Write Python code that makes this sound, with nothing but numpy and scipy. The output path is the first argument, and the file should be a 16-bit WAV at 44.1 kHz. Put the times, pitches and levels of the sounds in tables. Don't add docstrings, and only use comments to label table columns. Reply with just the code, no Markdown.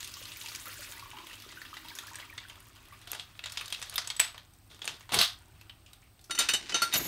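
import sys
import numpy as np
from scipy import signal
from scipy.fft import rfft, irfft
from scipy.io import wavfile

SR = 44100
rng = np.random.default_rng(int(sys.argv[2]) if len(sys.argv) > 2 else 0)


def transcribe(signal):
    frames = np.atleast_2d(signal).T
    limited = np.clip(frames, -1, 1)
    pcm = np.round(limited * 32767).astype(np.int16)
    wavfile.write(sys.argv[1], SR, pcm)


N = 311787
TIME = np.arange(N) / SR
EDGES = 25 * 2 ** np.arange(0, 9.5, 1 / 3)
CENTRES = np.sqrt(EDGES[1:] * EDGES[:-1])

# [t/s, level/dB, hollow f/Hz, weight/dB, brightness/dB, edge/dB, rim f/Hz, crack t60/s,
# settling re crack/dB]
SHELL_CLINKS = [(0.0054, -33, 3320, -29, -4, -11, 6820, 0.024, -11),
                (0.0288, -22.5, 3360, -40, -14.5, -19, 7700, 0.014, -20),
                (0.045, -33, 3560, -28, -4, -15, 6400, 0.022, -17),
                (0.0745, -34, 3160, -42, -14, -6, 9140, 0.03, -16),
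                (0.1394, -26, 5220, -49, -19, -19, 9200, 0.018, -19),
                (0.169, -34, 3040, -27, -15, -21, 7100, 0.023, -24),
                (0.2254, -28.5, 3270, -43, -21, -25, 10900, 0.023, -21),
                (0.2537, -27.5, 4180, -40, -23, -20, 8600, 0.024, -19),
                (0.2815, -37, 3430, -45, -15, -12, 11500, 0.032, -23),
                (0.319, -29, 3580, -53, -20, -25, 8920, 0.032, -27),
                (0.3601, -58, 2480, -28, -19, -10, 11000, 0.023, -23),
                (0.3701, -45, 2300, -44, -18, 4, 13000, 0.018, -19),
                (0.413, -25, 4000, -49, -15, -35, 7150, 0.022, -13.5),
                (0.4596, -28, 2600, -35, -8, -30, 6980, 0.021, -22),
                (0.4848, -26, 4580, -23, -19, -21, 6890, 0.034, -20),
                (0.5177, -35, 3660, -11, -9, -24, 7000, 0.025, -19),
                (0.5496, -26, 3230, -35, -7, -20, 6300, 0.021, -38),
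                (0.5588, -26.5, 5730, -42, -9, -10, 6840, 0.023, -32),
                (0.6564, -31, 2180, -22, -25, -3, 11300, 0.018, -19),
                (0.9214, -32, 3140, -26, -8, -31, 6860, 0.023, -22),
                (0.9956, -26.5, 4800, -27, -26, -27, 8840, 0.021, -28),
                (1.1134, -33, 3000, -23, -28, -29, 11700, 0.035, -19),
                (1.168, -35.5, 3100, -15, -36, -24, 6720, 0.033, -24),
                (1.1858, -32, 3120, -17, -27, -24, 6580, 0.038, -20),
                (1.269, -36, 3250, -14, -15, -6, 11200, 0.011, -10),
                (1.2974, -37, 2940, -22, -26, -16, 6510, 0.022, -6),
                (1.3304, -33, 2770, -26, -20, -18, 8910, 0.024, -19),
                (1.3808, -41, 3930, -28, -9, -20, 7240, 0.023, -24),
                (1.4002, -37, 4460, -25, -13, -11, 12700, 0.02, -22),
                (1.4212, -32, 3400, -30, -19, -11, 11400, 0.025, -24),
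                (1.4897, -36, 4540, -26, -13, -27, 6810, 0.02, -15),
                (1.5224, -38, 2950, -14, -22, -31, 7220, 0.035, -19),
                (1.6164, -34.5, 4500, -11, -21, -28, 7210, 0.036, -21),
                (1.6506, -40, 3320, -19, -28, -29, 6780, 0.017, -9),
                (1.7404, -29, 3130, -29, -30, -32, 8110, 0.029, -24),
                (1.7679, -33, 4020, -14, -21, -20, 11100, 0.042, -15),
                (1.8466, -35, 3340, -28, -20, -23, 11200, 0.027, -19),
                (1.8844, -26, 3960, -49, -27, -21, 13700, 0.027, -16),
                (1.952, -38.5, 5460, -19, -2, -5, 6920, 0.022, -7),
                (1.987, -24, 3570, -19, -11, -14, 6520, 0.02, -18),
                (2.0688, -35.5, 5140, -27, -19, -9, 11000, 0.027, -11),
                (2.145, -32, 3000, -16, -19, -20, 8770, 0.018, -31),
                (2.156, -33, 5860, -6, 2, -13, 8370, 0.021, -25),
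                (2.1909, -37, 3000, -14, -15, -18, 8500, 0.011, -5.5),
                (2.296, -52, 2260, -24, -24, -23, 12700, 0.021, -19),
                (2.379, -22.5, 3560, -21, -23, -42, 8520, 0.025, -15.5),
                (2.4843, -41, 3500, -30, -15, -6, 8520, 0.027, -19),
                (2.498, -30.5, 3130, -20, -14.5, -26, 6700, 0.025, -18),
                (2.5561, -44, 3480, -6, -21, -15, 8550, 0.027, -27),
                (2.604, -49, 2920, -17, -10, -2, 9480, 0.027, -32),
                (2.6718, -58, 2380, -17, -10, -22, 9500, 0.016, -23),
                (2.7585, -47, 2900, -24, -12, -14, 6650, 0.027, -8),
                (2.8534, -44.5, 3500, -15, -26, -13, 12500, 0.027, -16),
                (2.9258, -47.5, 2430, -11, -35, -3, 9220, 0.027, 0.5),
                (3.015, -47.5, 3370, -5, -3, -9, 9100, 0.021, -7),
                (3.0737, -30, 3960, -7.5, -15, -19, 8860, 0.023, -35),
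                (3.1167, -23, 3230, -19, 2, -4, 11700, 0.012, -34),
                (3.1315, -24, 3360, -7, -7.5, -20, 8700, 0.025, -30),
                (3.1477, -29, 3120, -6.5, -11, -22, 8860, 0.044, -18),
                (3.1966, -15.5, 3380, -41, -24.5, -50, 7800, 0.018, -27),
                (3.3527, -42, 3400, -16, -35, -26, 8200, 0.027, -25),
                (3.3922, -23, 3220, -20.5, -27, -27, 11400, 0.019, -25),
                (3.4391, -22.5, 3700, -18, -19, -31, 7450, 0.034, -29),
                (3.4586, -20, 3750, -17.5, -13, -32, 6900, 0.026, -17),
                (3.4974, -34, 5400, -23, -9, -16, 8390, 0.027, -19),
                (3.521, -29, 5430, -22, -8, -12, 9800, 0.031, -24),
                (3.5586, -34, 3120, -22, -30, -28, 9200, 0.02, -16),
                (3.5728, -19.5, 3620, -22, -16.5, -28, 6900, 0.047, -14.5),
                (3.61, -25, 2540, -17.5, -20, -16, 9050, 0.039, -16),
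                (3.6583, -25.5, 4500, -29, -10, -25, 9200, 0.016, -30),
                (3.68, -28, 3830, -23, -13, -16, 12600, 0.022, -19),
                (3.703, -31, 3300, -23, -6, -17, 12200, 0.017, -16),
                (3.7244, -16, 3270, -25.5, -14, -19.5, 8990, 0.028, -17.5),
                (3.7917, -46, 2580, 0, -6, -20, 8300, 0.033, -9),
                (3.8168, -26.5, 3400, -13, -10, -25, 9200, 0.021, -25),
                (3.8257, -25.5, 3680, -14.5, -6, -26, 7980, 0.029, -15.5),
                (3.8966, -33, 3100, -26, 2.5, 1, 9500, 0.012, -24),
                (3.925, -39, 3030, -1, -12, -23, 9260, 0.024, -7),
                (3.94, -33, 3030, -20, -13, -6, 7130, 0.021, -15),
                (3.9576, -21.5, 3620, -30, -16, -8, 12000, 0.045, -23),
                (3.98, -12, 4990, -17.5, -14, -25, 9060, 0.031, -11.5),
                (4.0739, -26.5, 3320, -20, 0.5, -18, 7900, 0.027, -21),
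                (4.1016, -17.5, 3630, -16.5, -12, -28, 7700, 0.022, -19.5),
                (4.1647, -30, 3550, -26, -9, -21, 7880, 0.02, -17),
                (4.1955, -10.5, 3290, -18.5, -11, -17, 8750, 0.025, -20),
                (4.1996, -9, 2420, -17, -13, -10, 7920, 0.014, -15),
                (4.345, -38.5, 3740, 2.5, -11, -30, 8000, 0.012, -13.5),
                (4.3792, -29.5, 3810, -14, -20, -16.5, 6660, 0.015, -16),
                (4.5361, -48, 5990, -24, -11, -8, 8300, 0.025, -37),
                (4.7134, -42, 3480, -11, -19, -20, 6710, 0.027, -18),
                (4.7922, -39, 3460, -10, -14, -12, 8500, 0.015, -24),
                (4.818, -23, 3360, -26, -22, -41, 6650, 0.031, -16),
                (4.8436, -26.5, 3670, -11, -19, -19, 7480, 0.027, -29),
                (4.8536, -39.5, 3060, -3, 9, -10, 9040, 0.032, -20),
                (4.8769, -15, 3320, -13.5, -9, -26, 6740, 0.017, -15.5),
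                (5.0077, -38, 2840, -6, -14, -19, 6660, 0.031, -22),
                (5.0276, -47.5, 2260, -16, -10, -17, 9280, 0.027, -28),
                (5.0918, -35.5, 3630, -4.5, -16, -16, 7040, 0.023, -2),
                (5.1203, -24.5, 2920, -12, -12, -14, 7080, 0.024, -12),
                (5.1351, -18, 2450, -1.5, -20, -14, 8600, 0.03, -17),
                (5.1423, -18.5, 3170, -14, -4.5, -6, 9440, 0.056, -19),
                (5.1884, -9, 4690, -25, -17, -22, 6500, 0.042, -14),
                (5.2137, -4, 3940, -30, -25, -15.5, 11030, 0.022, -11.5),
                (5.6122, -38, 2640, -16, -13.5, -20, 11800, 0.029, -24),
                (5.696, -28, 3070, -29.5, -41, -29, 7940, 0.043, -19.5),
                (5.862, -47, 2880, -51, -9.5, -27, 7000, 0.027, -2.5),
                (5.932, -36.5, 3820, -24, -10.5, -13, 8190, 0.031, -21),
                (6.0235, -44, 2270, -29, -39, -27.5, 8100, 0.027, -5),
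                (6.1923, -51.5, 3500, -17, -6, -21, 8150, 0.027, -16),
                (6.2126, -51, 4370, -22, -3, -6, 7630, 0.027, -17),
                (6.2407, -49, 6020, -30, -10, -6, 8160, 0.025, -4)]
CRACK_COLOUR_HZ = 350, 800, 8200, 12500
CRACK_COLOUR_DB = -8, 4.5, 5.5, 12.5
CRACK_DB, HOLLOW_DB, SETTLE_T60_S = -17, -12.5, 0.22
RIM_DB, RIM_LASTS = -2, 0.72

# [t/s, length/s, rattle level/dB, thud level/dB]
HEAP_SLIDES = [(3.068, 0.14, -51.5, -65), (3.52, .6, -53.5, -71), (4.199, .05, -40, -63),
               (4.696, 0.063, -56.5, -65), (4.812, 0.13, -51.5, -57), (5.117, .06, -32, -38),
               (5.187, 0.02, -23, -39)]
# [f/Hz, level/dB per Hz]
HEAP_SPECTRUM = [(240, -46), (400, -50.5), (607, -22), (697, 5), (865, -10), (1090, 3.5), (2400, -5),
                 (3470, 8), (7510, -9.5), (9470, -4), (10200, -33), (11200, -7), (16000, -30.5)]
SLIDE_ATTACK_S, RATTLE_DIES_DB_PER_S, THUD_DIES_DB_PER_S = 0.01, 250.5, 501

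# [t/s, level/dB]
HANDLE_PINGS = [(4.0736, -25.5), (4.1021, -29), (4.1649, -24), (4.2009, -3.5), (5.1427, -21.5),
                (5.2195, -22)]
# [f/Hz, level/dB, t60/s]
HANDLE_MODES = [(7910, -6, .04), (7900, -21, 0.19), (7980, -22.5, 0.23), (12000, -20.5, 0.02)]

# [t/s, crash level/dB, crash t60/s, freedom to ring (1 = undamped), low knock level/dB,
# ringing level/dB, ringing tilt/dB per octave, favoured f/Hz, deepest mode level/dB]
LEVER_CLANKS = [(6.2965, -26, .12, .9, -36.5, -69, -9, 7250, -41),
                (6.3079, -9, 0.047, 1, -66, -41, -2, 9400, -41),
                (6.349, -16.5, 0.058, .99, -61, -46, 2, 5600, -42),
                (6.3758, -33, 0.061, 1, -61, -44, -9, 3700, -41),
                (6.3877, -4.5, 0.24, .99, -32, -30.5, 5.5, 3620, -23),
                (6.4873, -4, 0.094, 0.91, -59, -31, 2, 2700, -34),
                (6.535, -6.5, 0.097, 0.96, -27.5, -31.5, 2, 7830, -54),
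                (6.6939, -12.5, 0.079, 0.69, -44, -52, -4, 6260, -54),
                (6.721, -14, 0.033, .99, -33, -49, -11, 2690, -35),
                (6.7428, -9.5, 0.21, 0.89, -24, -32.5, -4, 6010, -27),
                (6.8185, -6.5, 0.12, 0.91, -25.5, -33.5, 5.5, 4410, -17.5),
                (6.9248, -15, .12, .6, -65, -41, -4, 3700, -60),
                (6.9373, -6, .13, 0.55, -30, -31, 3, 6540, -52),
                (6.955, -12, .05, .55, -24, -48, 6, 6540, -55),
                (6.996, -18.5, 0.14, 0.66, -28.5, -54, 5, 3700, -58),
                (7.052, -21, .05, .55, -31, -62, .1, 3700, -65)]
IRON_MODES_HZ = [1376, 1976, 2571, 2823, 3010, 3644, 3741, 4018, 4409, 4791, 5000, 5500, 5945, 6237, 6450,
                 7181, 7342, 7750, 8442, 8796, 9164, 9507, 10240, 10650, 11080, 11700, 12660, 13300, 13900,
                 15280]
# [level/dB, basic t60/s]
IRON_MODES = [(-2, 0.11), (-12.5, 0.12), (-7, 0.091), (-8.5, 0.16), (-1, 0.17), (-13, 0.18), (-7, 0.18),
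              (-16, 0.085), (-6, 0.21), (-26, 0.13), (-18, 0.099), (-11, 0.11), (-7.5, 0.25), (-1.5, 0.08),
              (-19, 0.12), (-2, 0.083), (-12, 0.096), (-19, .13), (-11.5, 0.16), (-9, 0.24), (-3, 0.047),
              (-8, 0.099), (-10, 0.065), (-12, 0.064), (-18, .1), (-8.5, 0.2), (-24, 0.084), (-16, 0.23),
              (-15, 0.071), (-18, 0.17)]
# [f/Hz, level/dB per Hz]
CRASH_SPECTRUM = [(120, -48), (200, -24.5), (1180, -8), (1370, -9.5), (1530, -4), (2910, -3.5),
                  (3310, -7.5), (3690, -3), (5230, -7), (9400, -18), (10100, -23), (11900, -28),
                  (16000, -45)]
TWIN_DB, TWIN_APART = -4, 0.0113
TOP_LOSS_DB, TOP_LASTS = 5, 0.71
FAVOUR_DB, FAVOUR_OCTAVES = 11.5, 0.09

# [t/s, pivot hiss level/dB, pipe boom level/dB]
PUMP_STROKE = [(6.91, -91, -62), (6.94, -31, -72), (6.952, -37, -38.5), (6.986, -31, -50),
               (6.992, -43.5, -41), (7.07, -38.5, -42)]
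# [f/Hz, width/Hz, level/dB]
PIVOT_BANDS = [(6800, 450, -3), (11700, 350, 0), (12300, 350, -2), (13700, 300, -6), (15000, 300, -12)]
# [t/s, level/dB]
ROD_SCRAPE = [(6.3, -73), (6.56, -39.5), (7.07, -33.5)]
PIPE_FROM_S, PIPE_DB = 6.3, -57

# [t/s, flow level/dB, bubbling re flow/dB, fine ticking re flow/dB]
DRAIN_FLOW = [(0, -46.5, -11, -12), (.85, -42.5, -0.5, -11.5), (1.1, -49, 7, -16), (1.5, -49, -3.5, -19),
              (2.1, -49, 6, -14.5), (2.3, -52, 9.5, -13), (2.7, -56.5, 8, -9.5), (3.4, -54.5, -7, -21),
              (3.6, -53.5, 5, -5), (4.25, -58, 12.5, -12), (4.4, -66.5, -5, -6.5), (5.0, -61.5, 8, -8.5),
              (5.4, -59, 6, -13.5), (6.3, -68, -5.5, -16)]
# [f/Hz, level/dB per Hz]
SPATTER_SPECTRUM = [(180, -37.5), (300, -6), (447, -62), (519, 12), (713, -48.5), (1040, 2), (2100, 0),
                    (3080, -1), (12300, -12), (16000, -9.5)]
BRIGHT_AT_DB, BRIGHT_PER_DB = -50, 0.5142
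# [t/s, level/dB, starting f/Hz, ring length to -60 dB/cycles]
AIR_GURGLES = [(0.141, -50.5, 1190, 50), (0.167, -41.5, 1090, 44.0), (0.313, -55, 1150, 34),
               (0.36, -37, 2230, 44.0), (0.411, -40, 2220, 44.0), (0.441, -46.5, 926, 40),
               (0.458, -45, 2300, 44.0), (0.479, -49, 950, 44.0), (0.549, -36, 2330, 44.0),
               (0.665, -40, 1215, 38), (0.669, -37, 1350, 53), (0.728, -37, 2140, 44.0),
               (0.756, -53, 1480, 44.0), (0.772, -42, 1620, 44.0), (0.82, -29, 1600, 15),
               (0.913, -54, 1680, 44.0), (0.932, -44, 1610, 44.0), (0.973, -38.5, 2020, 42),
               (1.025, -35.5, 1080, 39), (1.057, -41, 1110, 44.0), (1.133, -39, 925, 46),
               (1.152, -49, 930, 44.0), (1.172, -41, 1027, 71), (1.199, -40.5, 1015, 48),
               (1.238, -40.5, 1050, 37), (1.27, -50, 1020, 49), (1.31, -38.5, 1890, 38),
               (1.439, -43.5, 1320, 53), (1.503, -42, 2020, 48), (1.571, -33, 1504, 44.0),
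               (1.616, -33.5, 1780, 39), (1.65, -41, 1760, 40), (1.729, -35.5, 1147, 44.0),
               (1.768, -37, 1960, 39), (1.85, -44.5, 900, 47), (1.902, -41, 2240, 44.0),
               (1.916, -38.5, 1660, 44.0), (1.967, -44, 1540, 44.0), (1.987, -36, 1870, 44.0),
               (2.032, -40, 1380, 52), (2.081, -40.5, 1650, 44.0), (2.124, -46, 1060, 44.0),
               (2.145, -42, 1660, 44.0), (2.185, -37.5, 1770, 47), (2.225, -33, 2130, 44.0),
               (2.298, -37.5, 2300, 44.0), (2.326, -36, 1860, 53), (2.379, -35, 2070, 49),
               (2.433, -45, 1820, 44.0), (2.451, -43, 1560, 44.0), (2.498, -47, 1640, 44.0),
               (2.702, -50, 1240, 44.0), (2.908, -48, 2030, 44.0), (2.923, -41.5, 1120, 41),
               (0.215, -52, 540, 24.0), (0.456, -58, 328, 28), (0.676, -51.5, 520, 54),
               (0.792, -49.5, 570, 37), (0.889, -52, 553, 24.0), (0.96, -59, 316, 24.0),
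               (1.183, -53, 345, 38), (1.232, -54, 322, 27), (1.463, -42.5, 358, 16)]

# [f/Hz, t60/s]
YARD_DECAY = [(300, 0.03), (1000, 0.29), (3000, 0.21), (8000, 0.15), (15000, 0.031)]

# [t/s, drone level/dB, upper hum level/dB]
FAR_ENGINE = [(0, -58.5, -66.5), (1.9, -63.5, -64.5), (2.6, -61, -71), (4.4, -62.5, -75.5),
              (5.8, -60.5, -72), (6.3, -69.5, -76.5), (7.07, -72, -76)]
# [f/Hz, width/Hz, level/dB]
HUM_LINES = [(259, 18, -2.5), (318.5, 20, 1.5), (385, 5.1, -3.5)]
# [f/Hz, level/dB per Hz]
AMBIENCE_SPECTRUM = [(15, -34.5), (25, 5), (74, -3.5), (312, -18), (388, -21), (508, -24.5), (806, -15.5),
                     (949, -27), (3310, -28.5), (4840, -27), (7270, -35.5), (8320, -22.5), (10100, -36.5),
                     (13200, -29.5), (16400, -28.5)]
AMBIENCE_DB = -60.5
CUTOFF_HZ = 15700


def amp(db):
    return 10 ** (np.asarray(db) / 20)


def rms_one(x):
    return x / np.sqrt(np.mean(x ** 2) + 1e-20)


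def in_time(rows):
    s, *columns = np.transpose(rows)
    return [np.interp(TIME, s, c, left=-120, right=-120) for c in columns]


def at_hz(points, hz):
    points = np.array(points)
    return np.interp(np.log(hz), np.log(points[:, 0]), points[:, 1])


def drift(rate_hz):
    r = np.exp(-80 * np.pi * rate_hz / SR)
    slow = signal.lfilter([1], [1, -2 * r, r * r], rng.standard_normal(N // 40 + 2002))[2000:]
    return np.interp(np.arange(N) / 40, np.arange(len(slow)), rms_one(slow))


def fade(t60, size):
    return amp(-60 * np.arange(size) / SR / max(t60, .004))


def ring(clicks, hz, t60):
    r, w = amp(-60 / (t60 * SR)), 2 * np.pi * hz / SR
    return signal.lfilter([0, np.sin(w)], [1, -2 * r * np.cos(w), r * r], clicks + 1e-18)


def bandpass(x, low_hz, high_hz):
    return signal.sosfilt(signal.butter(2, [low_hz, high_hz], "band", fs=SR, output="sos"), x)


def bank(first, second):
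    return np.array([bandpass((first, second)[k % 2], EDGES[k], EDGES[k + 1]) for k in range(len(CENTRES))])


def coloured(x, spectrum):
    hz = np.maximum(np.arange(N // 2 + 1) * SR / N, 1)
    return rms_one(irfft(rfft(x) * amp(at_hz(spectrum, hz)), N))


def bands_of_hiss(peaks):
    total = np.zeros(N)
    for hz, width_hz, db in peaks:
        t60 = np.log(1000) / np.pi / width_hz
        total += amp(db) * rms_one(ring(rng.standard_normal(N), hz, t60))
    return rms_one(total)


def grains(per_s, spread_db):
    sizes = amp(spread_db * np.minimum(rng.exponential(1, N), 5)) * rng.choice([-1, 1], N)
    return sizes * (rng.random(N) < per_s / SR)


def struck(events, modes, scatter_db):
    events, out = np.array(events), np.zeros(N)
    at = (events[:, 0] * SR).astype(int)
    chance = rng.standard_normal((len(at), len(modes)))
    for k, (hz, level_db, t60) in enumerate(modes):
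        clicks = np.zeros(N)
        clicks[at] = amp(events[:, 1] + level_db + scatter_db * chance[:, k])
        out += ring(clicks, hz, min(t60, .4))
    return out


def clinks(noise):
    out, unit = np.zeros(N), noise / noise.std(axis=1)[:, None]
    chance = rng.standard_normal((len(SHELL_CLINKS), len(CENTRES)))
    reach = (CENTRES > 420) * amp(-8.0 * (CENTRES > 13500))
    rough = 1.1 + 0.27 * drift(190)
    grit = amp(3.5 * drift(90))
    dull = amp(-4.0 * np.maximum(np.log2(CENTRES / 5000), 0))
    for row, luck in zip(SHELL_CLINKS, chance):
        s, level_db, hollow_hz, weight_db, bright_db, edge_db, rim_hz, t60, settle_db = row
        i = int(s * SR)
        size = min(9000, N - i)
        span, t = slice(i, i + size), TIME[:size]
        own_db = np.array([weight_db, weight_db, bright_db, edge_db])
        colour = np.transpose([CRACK_COLOUR_HZ, CRACK_COLOUR_DB + own_db])
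        colour = np.insert(colour, 2, (hollow_hz, 0), axis=0)
        gains = amp(level_db + CRACK_DB + at_hz(colour, CENTRES) + 1.4 * luck) * reach
        rise = np.minimum(t / 0.00052, 1)
        out[span] += gains @ unit[:, span] * fade(t60, size) * rise

        hollow = amp(level_db + HOLLOW_DB) * np.sin(2 * np.pi * hollow_hz * t)
        out[span] += hollow * fade(t60, size) * rough[span]
        rim = amp(level_db + max(bright_db, edge_db) + RIM_DB) * np.sin(2 * np.pi * rim_hz * t)
        out[span] += rim * fade(RIM_LASTS * t60, size) * rough[span]

        lean = 1 + 0.9 * np.exp(-(np.log2(CENTRES / hollow_hz) / 0.3) ** 2)
        settling = (gains * dull * lean) @ unit[:, span] * fade(SETTLE_T60_S, size)
        out[span] += amp(settle_db) * settling * rise * grit[span]
    return out


def heap():
    rattle_gain, thud_gain = np.zeros((2, N))
    for s, length, rattle_db, thud_db in HEAP_SLIDES:
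        rise, after = np.clip((TIME - s) / SLIDE_ATTACK_S, 0, 1), np.maximum(TIME - s - length, 0)
        rattle_gain = np.maximum(rattle_gain, rise * amp(rattle_db - RATTLE_DIES_DB_PER_S * after))
        thud_gain = np.maximum(thud_gain, rise * amp(thud_db - THUD_DIES_DB_PER_S * after))
    contacts = grains(9000 * amp(3 * drift(40)), spread_db=2.5)
    thud = rms_one(bandpass(rng.standard_normal(N), 70, 500))
    return rattle_gain * coloured(contacts, HEAP_SPECTRUM) + thud_gain * thud


def handle_pings():
    return amp(-3.5) * struck(HANDLE_PINGS, HANDLE_MODES, scatter_db=-0.5)


def lever():
    out, iron_hz = np.zeros(N), np.array(IRON_MODES_HZ)
    level_db, ring_t60 = np.transpose(IRON_MODES)
    ring_t60 = ring_t60 * np.where(iron_hz > 10000, TOP_LASTS, 1)
    above_deepest = iron_hz > iron_hz[0]
    crash = coloured(rng.standard_normal(N), CRASH_SPECTRUM)
    knock = rms_one(bandpass(rng.standard_normal(N), 150, 900))
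    chance = rng.standard_normal((len(LEVER_CLANKS), 3, len(IRON_MODES)))
    for row, (luck, turns, apart) in zip(LEVER_CLANKS, chance):
        s, crash_db, crash_t60, free, knock_db, ringing_db, tilt_db, favoured_hz, deepest_db = row
        i = int(s * SR)
        size = min(16000, N - i)
        span, t = slice(i, i + size), TIME[:size]
        tilted_db = ringing_db + tilt_db * np.log2(iron_hz / 5000) - TOP_LOSS_DB * (iron_hz > 10000)
        favour_db = FAVOUR_DB * np.exp(-(np.log2(iron_hz / favoured_hz) / FAVOUR_OCTAVES) ** 2)
        struck_db = np.where(above_deepest, tilted_db + favour_db, deepest_db)
        scatter_db = 3 * luck * above_deepest
        gains = amp(struck_db + level_db + scatter_db + 3.0)

        ringing = np.zeros(size)
        for gain, hz, t60, turn, detune in zip(gains, iron_hz, ring_t60, turns, TWIN_APART * apart):
            mode = np.sin(2 * np.pi * (hz * t + turn))
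            twin = amp(TWIN_DB) * np.sin(2 * np.pi * hz * (1 + detune) * t)
            ringing += gain * (mode + twin) * fade(free * t60, size)
        out[span] += ringing * np.minimum(t / 0.0023, 1)

        chatter = np.minimum(2.0 * fade(crash_t60, size), 1)
        out[span] += amp(crash_db - 24.0) * crash[span] * chatter
        out[span] += amp(knock_db - 11.5) * knock[span] * fade(0.12, size)
    return out


def stroke():
    hiss_db, boom_db = in_time(PUMP_STROKE)
    scrape_db, = in_time(ROD_SCRAPE)
    boom = bands_of_hiss([(119.3, 110, -0.5), (282.0, 120, -0.98)]) * amp(3.3 * drift(25))
    scrape = coloured(grains(8100, spread_db=5.0), CRASH_SPECTRUM)
    hiss = bands_of_hiss(PIVOT_BANDS) * amp(1.3 * drift(53))
    drone = amp(PIPE_DB) * (TIME > PIPE_FROM_S) * bands_of_hiss([(324, 135, 0)])
    return amp(hiss_db) * hiss + amp(boom_db - 6.0) * boom + amp(scrape_db - 10) * scrape + drone


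def water(noise):
    flow_db, bubbling_db, ticking_db = in_time(DRAIN_FLOW)
    tilt_db = BRIGHT_PER_DB * np.maximum(flow_db - BRIGHT_AT_DB, -15)
    together = drift(21)
    spray_hz, spray_noise = CENTRES[10:], noise[10:]
    spray = np.zeros(N)
    for hz, band in zip(spray_hz, spray_noise):
        band_db = at_hz(SPATTER_SPECTRUM, hz) + tilt_db * np.log2(hz / 2000) / 2
        spray += amp(band_db + 0.48 * together + 3.6 * drift(32)) * band
    spray_scale = np.sqrt(np.sum(amp(2 * at_hz(SPATTER_SPECTRUM, spray_hz)) * spray_noise.var(axis=1)))

    drops = grains(900 * amp(4 * together), spread_db=2.0)
    dealt = rng.integers(0, 12, N)
    drips = sum(amp(at_hz(SPATTER_SPECTRUM, hz)) * ring(drops * (dealt == k), hz, 39.0 / hz)
                for k, hz in enumerate(np.geomspace(2500, 11000, 12)))
    pockets = grains(550 * amp(3.5 * drift(3.1)), spread_db=3.5)
    bubbles = sum(ring(pockets * (dealt == k), hz, 55.0 / hz)
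                  for k, hz in enumerate(np.geomspace(950, 3300, 12)))
    bubbles = signal.lfilter([.15], [1, -.85], bubbles)
    specks = grains(120, spread_db=3.5)
    ticks = sum(ring(specks * (dealt % 4 == k), hz, 10.0 / hz)
                for k, hz in enumerate([7000, 8940, 11500, 13950]))

    mix = amp(ticking_db) * rms_one(ticks) + amp(-8.0) * spray / spray_scale
    mix += amp(-12.5) * rms_one(drips) + amp(bubbling_db - 17.5) * rms_one(bubbles)
    return amp(flow_db) * mix


def gurgles():
    out, size = np.zeros(N), 4000
    t = TIME[:size]
    chance = rng.random((len(AIR_GURGLES), 3, 2))
    for (s, level_db, hz, cycles), luck in zip(AIR_GURGLES, chance):
        envelope = fade(cycles / hz, size) * np.minimum(t / 0.0017, 1)
        for k, (late, off) in enumerate(luck):
            bubble_hz = hz * (1 + 0.12 * k * (off - .5))
            tone = np.sin(2 * np.pi * bubble_hz * t * (0.997 + 0.73 * t))
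            i = int((s + 0.007 * k * late) * SR)
            out[i:i + size] += amp(level_db - 3.5 * k) * tone * envelope
    return out


def yard(x, noise):
    size = 20000
    tail = sum(band[5000:5000 + size] * fade(at_hz(YARD_DECAY, hz), size) for hz, band in zip(CENTRES, noise))
    tail = tail * np.minimum(TIME[:size] / 0.004, 1)
    return signal.fftconvolve(x, tail / np.sqrt(np.sum(tail ** 2)))[:N]


def engine():
    drone_db, hum_db = in_time(FAR_ENGINE)
    return amp(drone_db) * bands_of_hiss([(102, 16, 0)]) + amp(hum_db) * bands_of_hiss(HUM_LINES)


def ambience():
    return amp(AMBIENCE_DB) * coloured(rng.standard_normal(N), AMBIENCE_SPECTRUM)


def scene():
    noise = bank(*rng.standard_normal((2, N)))
    basin = clinks(noise) + heap() + handle_pings()
    pump = lever() + stroke()
    wet = water(noise) + gurgles()
    echoes = yard(amp(-13) * basin + amp(-14) * pump + amp(-12.5) * wet, noise)
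    background = engine() + ambience()
    return (basin + pump + wet + echoes + background)[None]


def record(dry):
    lean = signal.sosfilt(signal.butter(4, 36, "high", fs=SR, output="sos"), dry)
    return signal.sosfilt(signal.ellip(10, .5, 80, CUTOFF_HZ, fs=SR, output="sos"), lean)


dry = scene()
out = record(dry)
transcribe(out)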